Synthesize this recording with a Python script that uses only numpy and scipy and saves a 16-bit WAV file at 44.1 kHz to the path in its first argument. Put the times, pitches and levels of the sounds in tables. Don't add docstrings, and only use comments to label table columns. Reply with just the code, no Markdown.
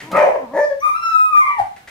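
import sys
import numpy as np
from scipy import signal
from scipy.fft import rfft, irfft, next_fast_len
from scipy.io import wavfile
from scipy.ndimage import uniform_filter1d, minimum_filter1d, map_coordinates

SR = 44100
rng = np.random.default_rng(int(sys.argv[2]) if len(sys.argv) > 2 else 0)


def digitize_waveform(pressure):
    field = np.atleast_2d(pressure).T
    bounded = np.clip(field, -1, 1)
    quanta = np.round(bounded * 32767).astype(np.int16)
    wavfile.write(sys.argv[1], SR, quanta)


N = 83790

# start_s, level_db, t60_s
SCUFFS = [(.002, -32, 0.27), (1.189, -39, 0.097), (1.37, -32, 0.07), (1.763, -39, 0.14), (1.874, -35, 0.33)]
# freq_hz, gain_db
SCUFF_COLOUR = [(100, -10.5), (1200, -3.5), (2000, 6.5), (3000, -6.5), (9000, -16), (15000, -24)]
# start_s, level_db, t60_s
CLICKS = [(.115, -27.5, 0.097), (.164, -30.5, 0.14)]
# freq_hz, gain_db
CLICK_COLOUR = [(1500, 7), (15000, -13.5)]
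# time_s, pitch_hz, level_db, roughness_0_to_1
GRUMBLES = [
    [(.02, 273.6, -43.5, 0.6), (.1, 334.5, -36.5, 0.2), (.14, 276, -26, .2)],
    [(.11, 185.3, -44.5, 0), (.15, 190.5, -23, 0.31), (.3, 176.3, -46.5, 0.4)],
    [(.34, 408.8, -50.5, .1), (.4, 284, -46, .05), (.44, 256.5, -32, 0.11), (.485, 215.9, -46, 0.1),
     (.55, 297.3, -30.5, 0.15), (.61, 470, -37, .05)],
]
# freq_hz, gain_db
GRUMBLE_THROAT = [(100, -25), (180, 0), (350, -3.5), (600, -12), (1000, -6), (2000, -49.5), (8000, -51)]
# start_s, pitch_hz, level_db, t60_s
THUDS = [(.03, 129, -36.5, 0.21), (1.603, 104.5, -32, 0.16)]
# time_s, pitch_hz, level_db, roughness_0_to_1
BARK = [(.11, 479.5, -35.5, 1.11), (.165, 593.4, -10.5, 0.42), (.2, 605.1, -8, 0.43),
        (.232, 597.7, -9.5, 0.31), (.255, 591.3, -14, 0.6), (.365, 543.2, -25.5, 0.66),
        (.405, 522.2, -41.5, 0.31), (.44, 499, -61.5, 0.1)]
# freq_hz, gain_db
BARK_THROAT = [(120, -31.5), (330, -23.5), (590, 7), (780, -3), (1000, -2.5), (1250, -24.5), (2000, -16),
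               (2600, -32), (3400, -44.5), (8000, -54), (15000, -65)]
# centre_s, boost_db
SPUTTERS = [(0.272, 9), (0.291, 8.5), (0.359, 8.5)]
# time_s, pitch_hz, level_db, roughness_0_to_1
YIP = [(.122, 1188, -29.5, 0.24), (.16, 1246, -14.5, 0.14), (.2, 1325, -24, 0.3)]
# time_s, pitch_hz, level_db, roughness_0_to_1
HOOT = [(.51, 532.5, -66, .9), (.54, 561, -22, 0.23), (.568, 572, -18, 0.91), (.615, 590, -9.5, .01),
        (.65, 593.4, -11.5, 0.02), (.69, 584.5, -33, 0.03), (.702, 565.9, -21, .02), (.732, 557.1, -18, 0),
        (.765, 536, -60, 0.2)]
# freq_hz, gain_db
HOOT_THROAT = [(150, -52), (400, -18.5), (590, 1.5), (730, -17), (900, -4.5), (1130, -28.5), (1550, -29),
               (1780, -11.5), (2050, -25.5), (2800, -47.5), (7500, -48.5), (15000, -55)]
# time_s, pitch_hz, level_db, roughness_0_to_1
SQUEAK = [(.79, 5060, -74, 0.08), (.805, 5950, -38.5, 0), (.83, 6190, -63, 0.06)]
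# freq_hz, gain_db
SQUEAK_THROAT = [(3000, -49), (5500, -3), (11000, -13.5)]
# time_s, pitch_hz, level_db, roughness_0_to_1
HOWL = [(.805, 1044, -46, 0.02), (.832, 1201, -14.5, 0.02), (.885, 1235, -11.5, 0.04),
        (.915, 1163, -18, 0.02), (.972, 1354, -19.5, 0), (1.018, 1364, -25, 0.05), (1.036, 1344, -11, 0),
        (1.09, 1330, -16.5, 0.02), (1.13, 1311, -15.5, 0), (1.175, 1278, -12, 0), (1.24, 1270, -11, 0),
        (1.295, 1263, -13, 0), (1.322, 1238, -17.5, 0), (1.335, 1215, -9.5, 0), (1.395, 1195, -9, 0),
        (1.43, 1195, -29, 0.02), (1.483, 1167, -11, .02), (1.57, 1116, -41, 0.03)]
# time_s, pitch_hz, level_db, roughness_0_to_1
CRACK = [(1.398, 1108, -50.5, 0.13), (1.414, 1082, -19, 0.05), (1.48, 1061, -22, 0.1),
         (1.587, 919.6, -28.5, .12)]
# freq_hz, gain_db
HOWL_THROAT = [(300, -23.5), (800, -3), (1050, 0), (1380, -1.5), (1500, -25), (2150, 2.5), (2500, -24),
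               (2750, -18.5), (3550, -44), (4000, -36), (4950, -56), (5350, -35.5), (5900, -46),
               (8800, -52.5), (10000, -44), (12500, -63.5)]
# time_s, gain_db
HOWL_TREBLE = [(0.901, 3.5), (1.111, 5), (1.252, -5), (1.391, 1.5)]
# freq_hz, gain_db
HISS_COLOUR = [(2500, -33), (4500, -4.5), (15000, -10.5)]
# start_s, pitch_hz, level_db, t60_s
BARS = [(.843, 999, -38, 0.94), (1.225, 1041, -41.5, 1)]
# time_s, pitch_hz, level_db, roughness_0_to_1
YELP = [(1.568, 944, -42.5, 0), (1.588, 844.5, -14.5, 0.13), (1.612, 749, -18.5, 0.42),
        (1.635, 701, -30.5, 0.08), (1.67, 690, -59, 0.6)]
# freq_hz, gain_db
YELP_THROAT = [(100, -15), (350, -26), (600, -19.5), (780, 3.5), (1050, -13), (1500, -24.5), (2200, -33.5),
               (3500, -41), (8000, -44.5), (15000, -48)]
# freq_hz, gain_db
AIR_COLOUR = [(25, -13), (80, -0.5), (500, -11), (1500, -7), (10000, -26)]
# freq_hz, t60_s
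WALL_RING = [(150, .42), (600, .36), (3000, 0.4), (10000, 0.49)]
# freq_hz, correlation_minus1_to_1
WALL_ALIKE = [(150, 0.95), (350, 0.71), (650, 0.0076), (1200, -0.5), (4000, 0.0048)]

TOP_HZ = 15650
FLUTTER_DB, FLUTTER_RATE = 11.5, 13.1
BLUR_RAD, BLUR_RATE = 0.16, 500
RELEASE_S = 0.0011
MOUTH_OPEN_S, MOUTH_WIDTH_S = 0.19, 0.048
MOUTH_DB, MOUTH_HZ = 13, 1140
RATTLE_HZ, RATTLE_DEPTH, RATTLE_SCATTER = 100.18, 0.3, 0.055
SPUTTER_S = 0.0062
TREBLE_HZ = 3200
HISS_DB = -42.5
SCUFF_RISE_S = 0.00067
AIR_DB = -51
LIMIT, LIMIT_HOLD_S = 0.88, 0.004


def amp(db):
    return 10 ** (np.asarray(db) / 20)


def unit(x):
    return x / np.sqrt(np.mean(x ** 2) + 1e-20)


def along(points, hz):
    f, v = np.transpose(points)
    return np.interp(np.log(hz + 1), np.log(f + 1), v)


def wobble(t, rate):
    knots = rng.standard_normal(size=1024)
    return map_coordinates(knots, [(t - t[0]) * rate], order=2, mode="mirror")


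def filtered(x, response):
    m = next_fast_len(x.shape[-1] + SR // 20, True)
    spectrum = rfft(x, m) * response(np.fft.rfftfreq(m, 1 / SR))
    return irfft(spectrum, m)[..., :x.shape[-1]]


def noise(colour):
    return unit(filtered(rng.standard_normal(N), lambda hz: amp(along(colour, hz))))


def spread(pair):
    def mid_side_gains(hz):
        turn = np.arccos(np.clip(along(WALL_ALIKE, hz), -1, 1)) / 2
        return np.array([np.cos(turn), np.sin(turn)])

    mid, side = filtered(pair, mid_side_gains)
    return np.array([mid + side, mid - side])


def balcony(x, wet_db, pan_db, lag_ms):
    hz, t, bins = signal.stft(rng.standard_normal((2, SR * 3 // 4)), SR, nperseg=256)
    decay = amp(-60 * t / along(WALL_RING, hz)[:, None])
    tail = spread(signal.istft(bins * decay, SR, nperseg=256)[1])
    tail = np.pad(tail, ((0, 0), (150, 0)))
    wet = signal.fftconvolve(x[None], tail, axes=1)[:, :N]
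    wet *= x.std() / wet.std(axis=1, keepdims=True)
    direct = filtered(x, lambda f: np.exp(np.outer([-1j, 1j], np.pi * f * lag_ms / 1000)))
    mix = (direct + amp(wet_db) * wet) / np.hypot(1, amp(wet_db))
    return mix * amp([[pan_db / 2], [-pan_db / 2]])


def voice(rows, throat, jitter, jitter_rate, shimmer_db, breath):
    s, *columns = np.transpose(rows)
    start, end = np.clip([int(s[0] * SR), int(s[-1] * SR)], 0, N)
    t = np.arange(start, end) / SR
    pitch, level, rough = [np.interp(t, s, column) for column in columns]
    rough = np.clip(rough, 0, 1)
    pitch = pitch * (1 + jitter * np.sqrt(rough) * wobble(t, jitter_rate))
    phase = 2 * np.pi * np.cumsum(pitch) / SR

    orders = np.arange(1, 13)[:, None]
    flutter = np.array([wobble(t, FLUTTER_RATE) for _ in orders]) * (1 - 1 / orders) ** 4
    blur = np.array([wobble(t, BLUR_RATE) for _ in orders]) * np.maximum(orders - 3, 0)
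    gains = amp(along(throat, orders * pitch) + FLUTTER_DB * flutter)
    gains = gains * (orders * pitch < TOP_HZ)
    tone = (gains * np.sin(orders * phase + BLUR_RAD * blur)).sum(0)
    tone = tone / np.sqrt((gains ** 2).sum(0) / 2)

    turbulence = rng.standard_normal(N)[start:end] * (1 + np.cos(phase)) ** 2
    puffs = unit(filtered(turbulence, lambda hz: amp(along(throat, hz))))
    share = np.clip(breath * rough, 0, 1)
    blend = np.sqrt(1 - share) * tone + np.sqrt(share) * puffs
    call = blend * amp(level + shimmer_db * np.sqrt(rough) * wobble(t, 178.2))
    fade = np.minimum((t[-1] - t) / RELEASE_S, 1)
    return np.pad(call * fade, (start, N - end))


def rings(rows, attack_s):
    out = np.zeros(N)
    for s, hz, db, t60 in rows:
        t = np.maximum(np.arange(N) / SR - s, 0)
        out += amp(db - 60 * t / t60) * np.sin(2 * np.pi * hz * t) * (1 - np.exp(-t / attack_s))
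    return out


def outdoor_air():
    return amp(AIR_DB) * spread(np.array([noise(AIR_COLOUR), noise(AIR_COLOUR)]))


def claws(rows, colour):
    t = np.arange(N) / SR
    envelope = np.zeros(N)
    for s, db, t60 in rows:
        rise = np.clip((t - s) / SCUFF_RISE_S, 0, 1)
        envelope += rise * amp(db - 60 * np.abs(t - s) / t60)
    return envelope * noise(colour) * amp(0.63 * wobble(t, 400))


def grumbles():
    return sum(voice(rows, GRUMBLE_THROAT, jitter=0.028, jitter_rate=120, shimmer_db=2, breath=1.0)
               for rows in GRUMBLES)


def paw_thuds():
    return rings(THUDS, attack_s=0.0045)


def bark():
    t = np.arange(N) / SR
    x = voice(BARK, BARK_THROAT, jitter=0.04, jitter_rate=300, shimmer_db=1.5, breath=1.0)
    rattle_rate = RATTLE_HZ * (1 + RATTLE_SCATTER * wobble(t, 60))
    rattle = np.cos(2 * np.pi * np.cumsum(rattle_rate) / SR)
    sputter_db = sum(db * np.exp(-((t - s) / SPUTTER_S) ** 2) for s, db in SPUTTERS)
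    x = x * (1 + RATTLE_DEPTH * rattle) * amp(sputter_db)
    upper = filtered(x, lambda hz: hz ** 6 / (hz ** 6 + MOUTH_HZ ** 6))
    opening = np.exp(-((t - MOUTH_OPEN_S) / MOUTH_WIDTH_S) ** 2)
    return x + upper * (amp(MOUTH_DB * opening) - 1)


def yip():
    return voice(YIP, HOWL_THROAT, jitter=0.12, jitter_rate=230, shimmer_db=-6, breath=0.46)


def hoot():
    return voice(HOOT, HOOT_THROAT, jitter=0.031, jitter_rate=130, shimmer_db=-1, breath=1.0)


def squeak():
    return voice(SQUEAK, SQUEAK_THROAT, jitter=0.37, jitter_rate=130, shimmer_db=8.0, breath=1.0)


def howl():
    x = sum(voice(rows, HOWL_THROAT, jitter=0.072, jitter_rate=180, shimmer_db=-1.5, breath=0.11)
            for rows in (HOWL, CRACK))
    loudness = np.sqrt(np.abs(uniform_filter1d(x ** 2, size=SR // 20)))
    hiss = amp(HISS_DB) * loudness * noise(HISS_COLOUR)
    treble = filtered(x, lambda hz: hz > TREBLE_HZ)
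    treble_gain = amp(np.interp(np.arange(N) / SR, *np.transpose(HOWL_TREBLE)))
    return x - treble + treble_gain * (treble + hiss)


def railing_bars():
    return rings(BARS, attack_s=0.0012)


def yelp():
    return voice(YELP, YELP_THROAT, jitter=0.0774, jitter_rate=218, shimmer_db=7.5, breath=0.26)


def scene():
    barker = bark() + yip() + claws(SCUFFS, SCUFF_COLOUR)
    clicks = claws(CLICKS, CLICK_COLOUR)
    howler = howl() + squeak() + yelp()
    low = grumbles() + paw_thuds()
    return (balcony(barker, wet_db=1, pan_db=1, lag_ms=-0.033)
            + balcony(clicks, wet_db=-2, pan_db=-1, lag_ms=0)
            + balcony(hoot(), wet_db=-4, pan_db=3, lag_ms=-0.045)
            + balcony(howler, wet_db=0.5, pan_db=3, lag_ms=-0.23)
            + balcony(low, wet_db=-14.5, pan_db=1.5, lag_ms=0)
            + railing_bars()
            + outdoor_air())


def record(dry):
    size = int(LIMIT_HOLD_S * SR)
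    needed = LIMIT / np.maximum(np.abs(dry).max(axis=0), LIMIT)
    gain = uniform_filter1d(minimum_filter1d(needed, 2 * size), size)
    return filtered(dry * gain, lambda hz: hz < TOP_HZ)


dry = scene()
out = record(dry)
digitize_waveform(out)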